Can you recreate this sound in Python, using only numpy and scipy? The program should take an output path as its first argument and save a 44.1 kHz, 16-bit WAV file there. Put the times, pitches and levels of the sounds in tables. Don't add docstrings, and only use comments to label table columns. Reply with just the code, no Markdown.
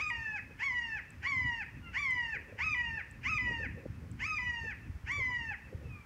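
import sys
import numpy as np
from scipy import signal
from scipy.fft import rfft, irfft
from scipy.io import wavfile
from scipy.ndimage import uniform_filter1d, map_coordinates

SR = 44100
rng = np.random.default_rng(int(sys.argv[2]) if len(sys.argv) > 2 else 0)


def digitize_waveform(pressure):
    field = np.atleast_2d(pressure).T
    bounded = np.clip(field, -1, 1)
    quanta = np.round(bounded * 32767).astype(np.int16)
    wavfile.write(sys.argv[1], SR, quanta)


N = 267069


def undb(db):
    return 10 ** (np.asarray(db) / 20)


def unit(x):
    return x / np.sqrt(np.mean(x ** 2))


def curves(table, x):
    knots, *columns = np.transpose(table)
    return [np.interp(x, knots, column) for column in columns]


def response(points, hz):
    knots_hz, db = np.transpose(points)
    return undb(np.interp(np.log(np.maximum(hz, 1)), np.log(knots_hz), db))


def band(x, lo_hz, hi_hz, order=2):
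    sos = signal.butter(order, [lo_hz, min(hi_hz, SR / 2 - 1)], "band", fs=SR, output="sos")
    return signal.sosfilt(sos, x)


def noise(points):
    hz = np.arange(N // 2 + 1) * SR / N
    return unit(irfft(rfft(rng.standard_normal(N)) * response(points, hz), N))


def wander(rate_hz):
    hz = np.arange(N // 2 + 1) * SR / N
    return unit(irfft(rfft(rng.standard_normal(N)) / (1 + (hz / rate_hz) ** 2), N))


def add(out, start_s, x):
    i = max(int(start_s * SR), 0)
    out[i:i + len(x)] += x[:len(out) - i]


def air():
    # (frequency [Hz], relative level per Hz [dB])
    air_spectrum = [(25, -25), (60, 3), (90, -2), (250, -14.5), (630, -24.5), (1000, -21.5), (2000, -21.5),
                    (2800, -29), (3900, -36.5), (5300, -35), (8000, -41), (10400, -43), (12000, -44),
                    (15500, -45.5)]
    return noise(air_spectrum) * undb(-55.5 + 0.14 * wander(0.59))


def rubbing():
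    grip_db = -68
    # (centre [s], length [s], relative peak level [dB])
    shifts = [(0.514, 0.047, -55), (2.394, 0.085, -51), (2.524, 0.13, -49.5), (2.977, 0.069, -52.5),
              (3.499, 0.047, -40.5), (3.628, 0.06, -45), (3.807, 0.13, -52), (3.86, 0.013, -43),
              (4.05, 0.088, -54.5), (4.647, 0.03, -45.5), (5.2, 0.054, -49), (5.304, 0.056, -51.5),
              (5.736, 0.064, -49), (5.84, 0.072, -46.5)]
    t = np.arange(N) / SR
    strength = undb(grip_db)
    for centre_s, length_s, db in shifts:
        strength = strength + undb(db) * np.exp(-(2 * (t - centre_s) / length_s) ** 2)
    return strength


def bumps():
    # (start [s], envelope peak [dB], pitch [Hz])
    hits = [(3.352, -33.5, 99), (3.466, -32, 95), (3.635, -34.5, 72.5), (3.744, -35, 126), (3.86, -33, 232),
            (3.897, -30.5, 100.8), (4.893, -30.5, 82), (4.947, -32.5, 66), (5.036, -33, 75),
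            (5.204, -32, 82), (5.744, -30, 86), (5.852, -30.5, 95.5)]
    out, t = np.zeros(N), np.arange(SR // 10) / SR
    for start_s, db, hz in hits:
        swell = t * hz / 0.5
        envelope = swell ** 2 * np.exp(2 * (1 - swell))
        add(out, start_s, undb(db) * envelope * np.sin(2 * np.pi * hz * t))
    return out


def handling():
    # (time [s], relative level [dB])
    rumble_levels = [(0.0, -50), (0.8, -52.5), (1.6, -51.5), (2.6, -49.5), (3.15, -51.5), (3.4, -44),
                     (4.0, -45.5), (4.45, -49), (5.2, -47), (6.05, -54)]
    rumble_db, = curves(rumble_levels, np.arange(N) / SR)
    rumble = noise([(25, -38.5), (45, -7), (70, 0), (120, -2.5), (170, -10.5), (260, -11.5), (400, -28.5),
                    (800, -73)])
    rumble = rumble * undb(rumble_db - 2.0 + 3.96 * wander(5.6))
    rub = noise([(150, -39.0), (300, 4.0), (540, 11.5), (640, -5.5), (800, -6.5), (2000, -74.0)])
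    rub = rub * rubbing() * undb(-8.0 + 3.25 * wander(44))
    return rumble + rub + bumps()


def ticks(ring_hz=7900, decay_s=0.0003, upper_hz=13500, upper_db=-19):
    # (start [s], envelope peak [dB])
    clicks = [(0.102, -48), (1.105, -46), (2.1082, -45), (3.1118, -47), (4.115, -47.5), (5.118, -46)]
    out, t = np.zeros(N), np.arange(SR // 100) / SR
    ring = np.sin(2 * np.pi * ring_hz * t) + undb(upper_db) * np.sin(2 * np.pi * upper_hz * t)
    envelope = t / decay_s * np.exp(1 - t / decay_s)
    for start_s, db in clicks:
        add(out, start_s, undb(db) * ring * envelope)
    return out


def jay(calls, jitter=0.0022, scoop_jitter=.036, scoop_s=0.044, shimmer_db=0.65, flutter_db=2.5,
        third_flutter_db=1.5, hiss_db=-39, scoop_hiss_db=-5, hiss_fade_s=.022, attack_s=0.022,
        release_s=0.0023, waver=0.0023, fundamental_db=-2.5, count=10):
    # (frequency [Hz], relative level [dB])
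    throat = [(600, -30), (900, -14.5), (1250, -16.5), (1450, -8.5), (1800, -0.5), (2100, -2), (2600, -9.5),
              (2900, -4.5), (3200, -19.5), (3700, -37.5), (4900, -25.5), (6900, -31), (8300, -49.5),
              (12500, -57)]
    out = np.zeros(N)
    shake, shimmer, soft_noise = wander(350), wander(90), noise(throat)
    drift = waver * wander(22)
    flutter = np.array([wander(25) for _ in range(count)])
    k = np.arange(1, count + 1)[:, None]
    for call in calls:
        start_s, end_s = call[0][0], call[-1][0]
        i = np.arange(max(int((start_s - hiss_fade_s) * SR), 0), min(int(end_s * SR), N))
        t = i / SR
        age_s = t - start_s
        hz, db, third_db, edge_db = uniform_filter1d(np.array(curves(call, t)), size=SR // 220, axis=1)
        hoarse = np.exp(-(age_s / scoop_s) ** 2)

        size = response(throat, k * hz) * undb(flutter_db * flutter[:, i])
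        size = size / size[1]
        size[0] *= undb(fundamental_db)
        size[2] = undb(third_db + third_flutter_db * flutter[2, i])
        size[3:] *= undb(edge_db - 1) / np.linalg.norm(size[3:], axis=0)

        wobble = drift[i] + (jitter + scoop_jitter * hoarse) * shake[i]
        phase = 2 * np.pi * np.cumsum(hz * (1 + wobble)) / SR
        tone = np.sqrt(2) * (size * np.sin(k * phase)).sum(axis=0) * np.clip(age_s / attack_s, 0, 1)
        fade_in = np.clip(1 + age_s / hiss_fade_s, 0, 1)
        hiss = (undb(hiss_db) + undb(scoop_hiss_db) * hoarse) * soft_noise[i] * fade_in
        release = np.minimum((end_s - t) / release_s, 1)
        out[i] += (tone + hiss) * release * undb(db + shimmer_db * shimmer[i])
    return out


def woods(x, near_db, far_db, near_s=0.013, t60_s=0.68, branches_per_s=500, trunks_per_s=900):
    # (centre [Hz], width [Hz], gain of the added band [dB])
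    lingering = [(1808, 90, 1.5), (2498, 220, 2.5)]
    t = np.arange(SR) / SR
    branches = rng.standard_normal(SR) * (rng.random(SR) < branches_per_s / SR)
    trunks = rng.standard_normal(SR) * (rng.random(SR) < trunks_per_s / SR)
    near = band(branches, 1100, 15000) * np.exp(-t / near_s) * np.minimum(t / 0.0017, 1)
    far = band(trunks, 630, 6400) * np.exp(-np.log(1000) * t / t60_s) * (1 - np.exp(-t / 0.0067))
    far = far + sum(undb(db) * band(far, hz - width_hz / 2, hz + width_hz / 2, order=1)
                    for hz, width_hz, db in lingering)
    middle = slice(1500, 2800)
    echoes = np.zeros(SR)
    for path, db in [(near, near_db), (far, far_db)]:
        echoes += undb(db) * path / np.sqrt(np.mean(abs(rfft(path)[middle]) ** 2))
    return x + signal.fftconvolve(x, echoes)[:N]


def answer(start_s, end_s, first_hz, last_hz, level_db):
    end_fade_db, third_db, edge_db = -16.5, -35, -45
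    u = np.linspace(0, 1, num=40)
    t = start_s + u * (end_s - start_s)
    hz = first_hz + u * (last_hz - first_hz)
    db = level_db + end_fade_db * (2 * u - 1) ** 2
    return np.column_stack(np.broadcast_arrays(t, hz, db, third_db, edge_db))


def far_jays():
    # (start [s], end [s], first pitch [Hz], last pitch [Hz], relative level [dB])
    answers = [(1.81, 1.929, 1450, 1310, -51.5), (1.84, 1.922, 1075, 985, -55),
               (3.92, 4.0, 1335, 1260, -63), (5.831, 6.028, 1345, 1138, -51)]
    calls = jay([answer(*row) for row in answers], scoop_jitter=0.0098, scoop_hiss_db=-27.5)
    return woods(calls, near_db=0, far_db=-13.5)


def ground(x):
    # (delay [ms], gain [linear])
    reflections = [(3.414, .08), (4.604, .12), (6.76, .09), (7.208, .39), (7.436, .38), (7.872, .11),
                   (15.339, .09)]
    return x + sum(gain * map_coordinates(x, [np.arange(N) - delay_ms * SR / 1000], order=1)
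                   for delay_ms, gain in reflections)


def jeer(start_s, crest_s, step_at_s, end_s, step_s, crest_hz, before_hz, after_hz, last_hz, bow_hz,
         level_db, overtone_db):
    # (pitch [Hz], second harmonic [relative dB],
    # third harmonic re second [dB], higher overtones re second [relative dB])
    voice = [(605, -62.5, 23.5, -12), (733, -52, 8, -7.5), (813, -42, -4, -20), (852, -39.5, -4, -33),
             (894, -43.5, -5.5, -22), (948, -38, -11, -27.5), (1031, -33, -28, -29),
             (1133, -35.5, -21.5, -20.5), (1360, -38, -35.5, -17)]
    scoop_hz, scoop_shape = 698.8, .88
    drop_s, drop_share, drop_shape = .06, .32, 2.2
    scoop_edge_db, step_edge_db, break_s = 8.5, -8.5, 0.0077

    t = np.linspace(start_s, end_s, num=400)
    climb = np.clip((t - start_s) / (crest_s - start_s), 0, 1) ** scoop_shape
    stepped = .5 + .5 * np.tanh(2 * (t - step_at_s) / step_s)
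    sag = np.clip((t - step_at_s) / (end_s - drop_s - step_at_s), 0, 1)
    drop = np.clip(1 - (end_s - t) / drop_s, 0, 1) ** drop_shape
    high_hz = np.interp(t, [crest_s, step_at_s], [crest_hz, before_hz])
    low_hz = after_hz + sag * (last_hz - after_hz) + bow_hz * np.sin(np.pi * sag)
    register_hz = high_hz + stepped * (low_hz - high_hz)
    hz = (scoop_hz + climb * (register_hz - scoop_hz)) * (1 - drop_share * drop)

    db, third_db, edge_db = curves(voice, hz)
    falter = np.exp(-((t - step_at_s) / break_s) ** 2) * min(break_s / step_s, 1)
    edge_db = edge_db + overtone_db + scoop_edge_db * (1 - climb) + step_edge_db * falter
    return np.column_stack([t, hz, db + level_db, third_db, edge_db])


def near_jay():
    # (start [s], crest [s], step down [s], end [s], step length [s], pitch at crest [Hz],
    # before step [Hz], after step [Hz], before final drop [Hz], upward bow of the sag [Hz],
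    # relative level [dB], relative overtone level [dB])
    jeers = [(-0.035, 0.018, 0.102, 0.399, .003, 1254, 1218, 964, 856, -10, 0, 0),
             (0.587, 0.642, 0.688, 1.003, .025, 1122, 1095, 1016, 873, 3, 0, 1),
             (1.221, 1.279, 1.328, 1.641, .03, 1150, 1108, 1046, 915, 4, 0, 0),
             (1.929, 1.99, 2.053, 2.374, .04, 1178, 1140, 1058, 893, -3, 1, -1),
             (2.578, 2.643, 2.745, 3.018, .003, 1302, 1188, 998, 895, -6, .5, -2),
             (3.228, 3.296, 3.382, 3.67, .003, 1312, 1190, 1014, 904, 1, .5, -1),
             (4.188, 4.268, 4.384, 4.735, .003, 1300, 1200, 1005, 886, 7, -1.7, 2),
             (5.06, 5.126, 5.198, 5.55, .022, 1150, 1165, 1038, 884, 12, -1, 0)]
    calls = jay([jeer(*row) for row in jeers])
    return woods(ground(calls), near_db=-14, far_db=-9.0)


def scene():
    jays = undb(-5.0) * far_jays() + undb(-0.06) * near_jay()
    return (air() + handling() + ticks() + jays)[None]


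def record(dry):
    bass_hz, top_hz = 36, 15700
    thin = signal.sosfilt(signal.butter(3, bass_hz, "high", fs=SR, output="sos"), dry)
    return signal.sosfilt(signal.ellip(10, .2, 70, top_hz, fs=SR, output="sos"), thin)


dry = scene()
out = record(dry)
digitize_waveform(out)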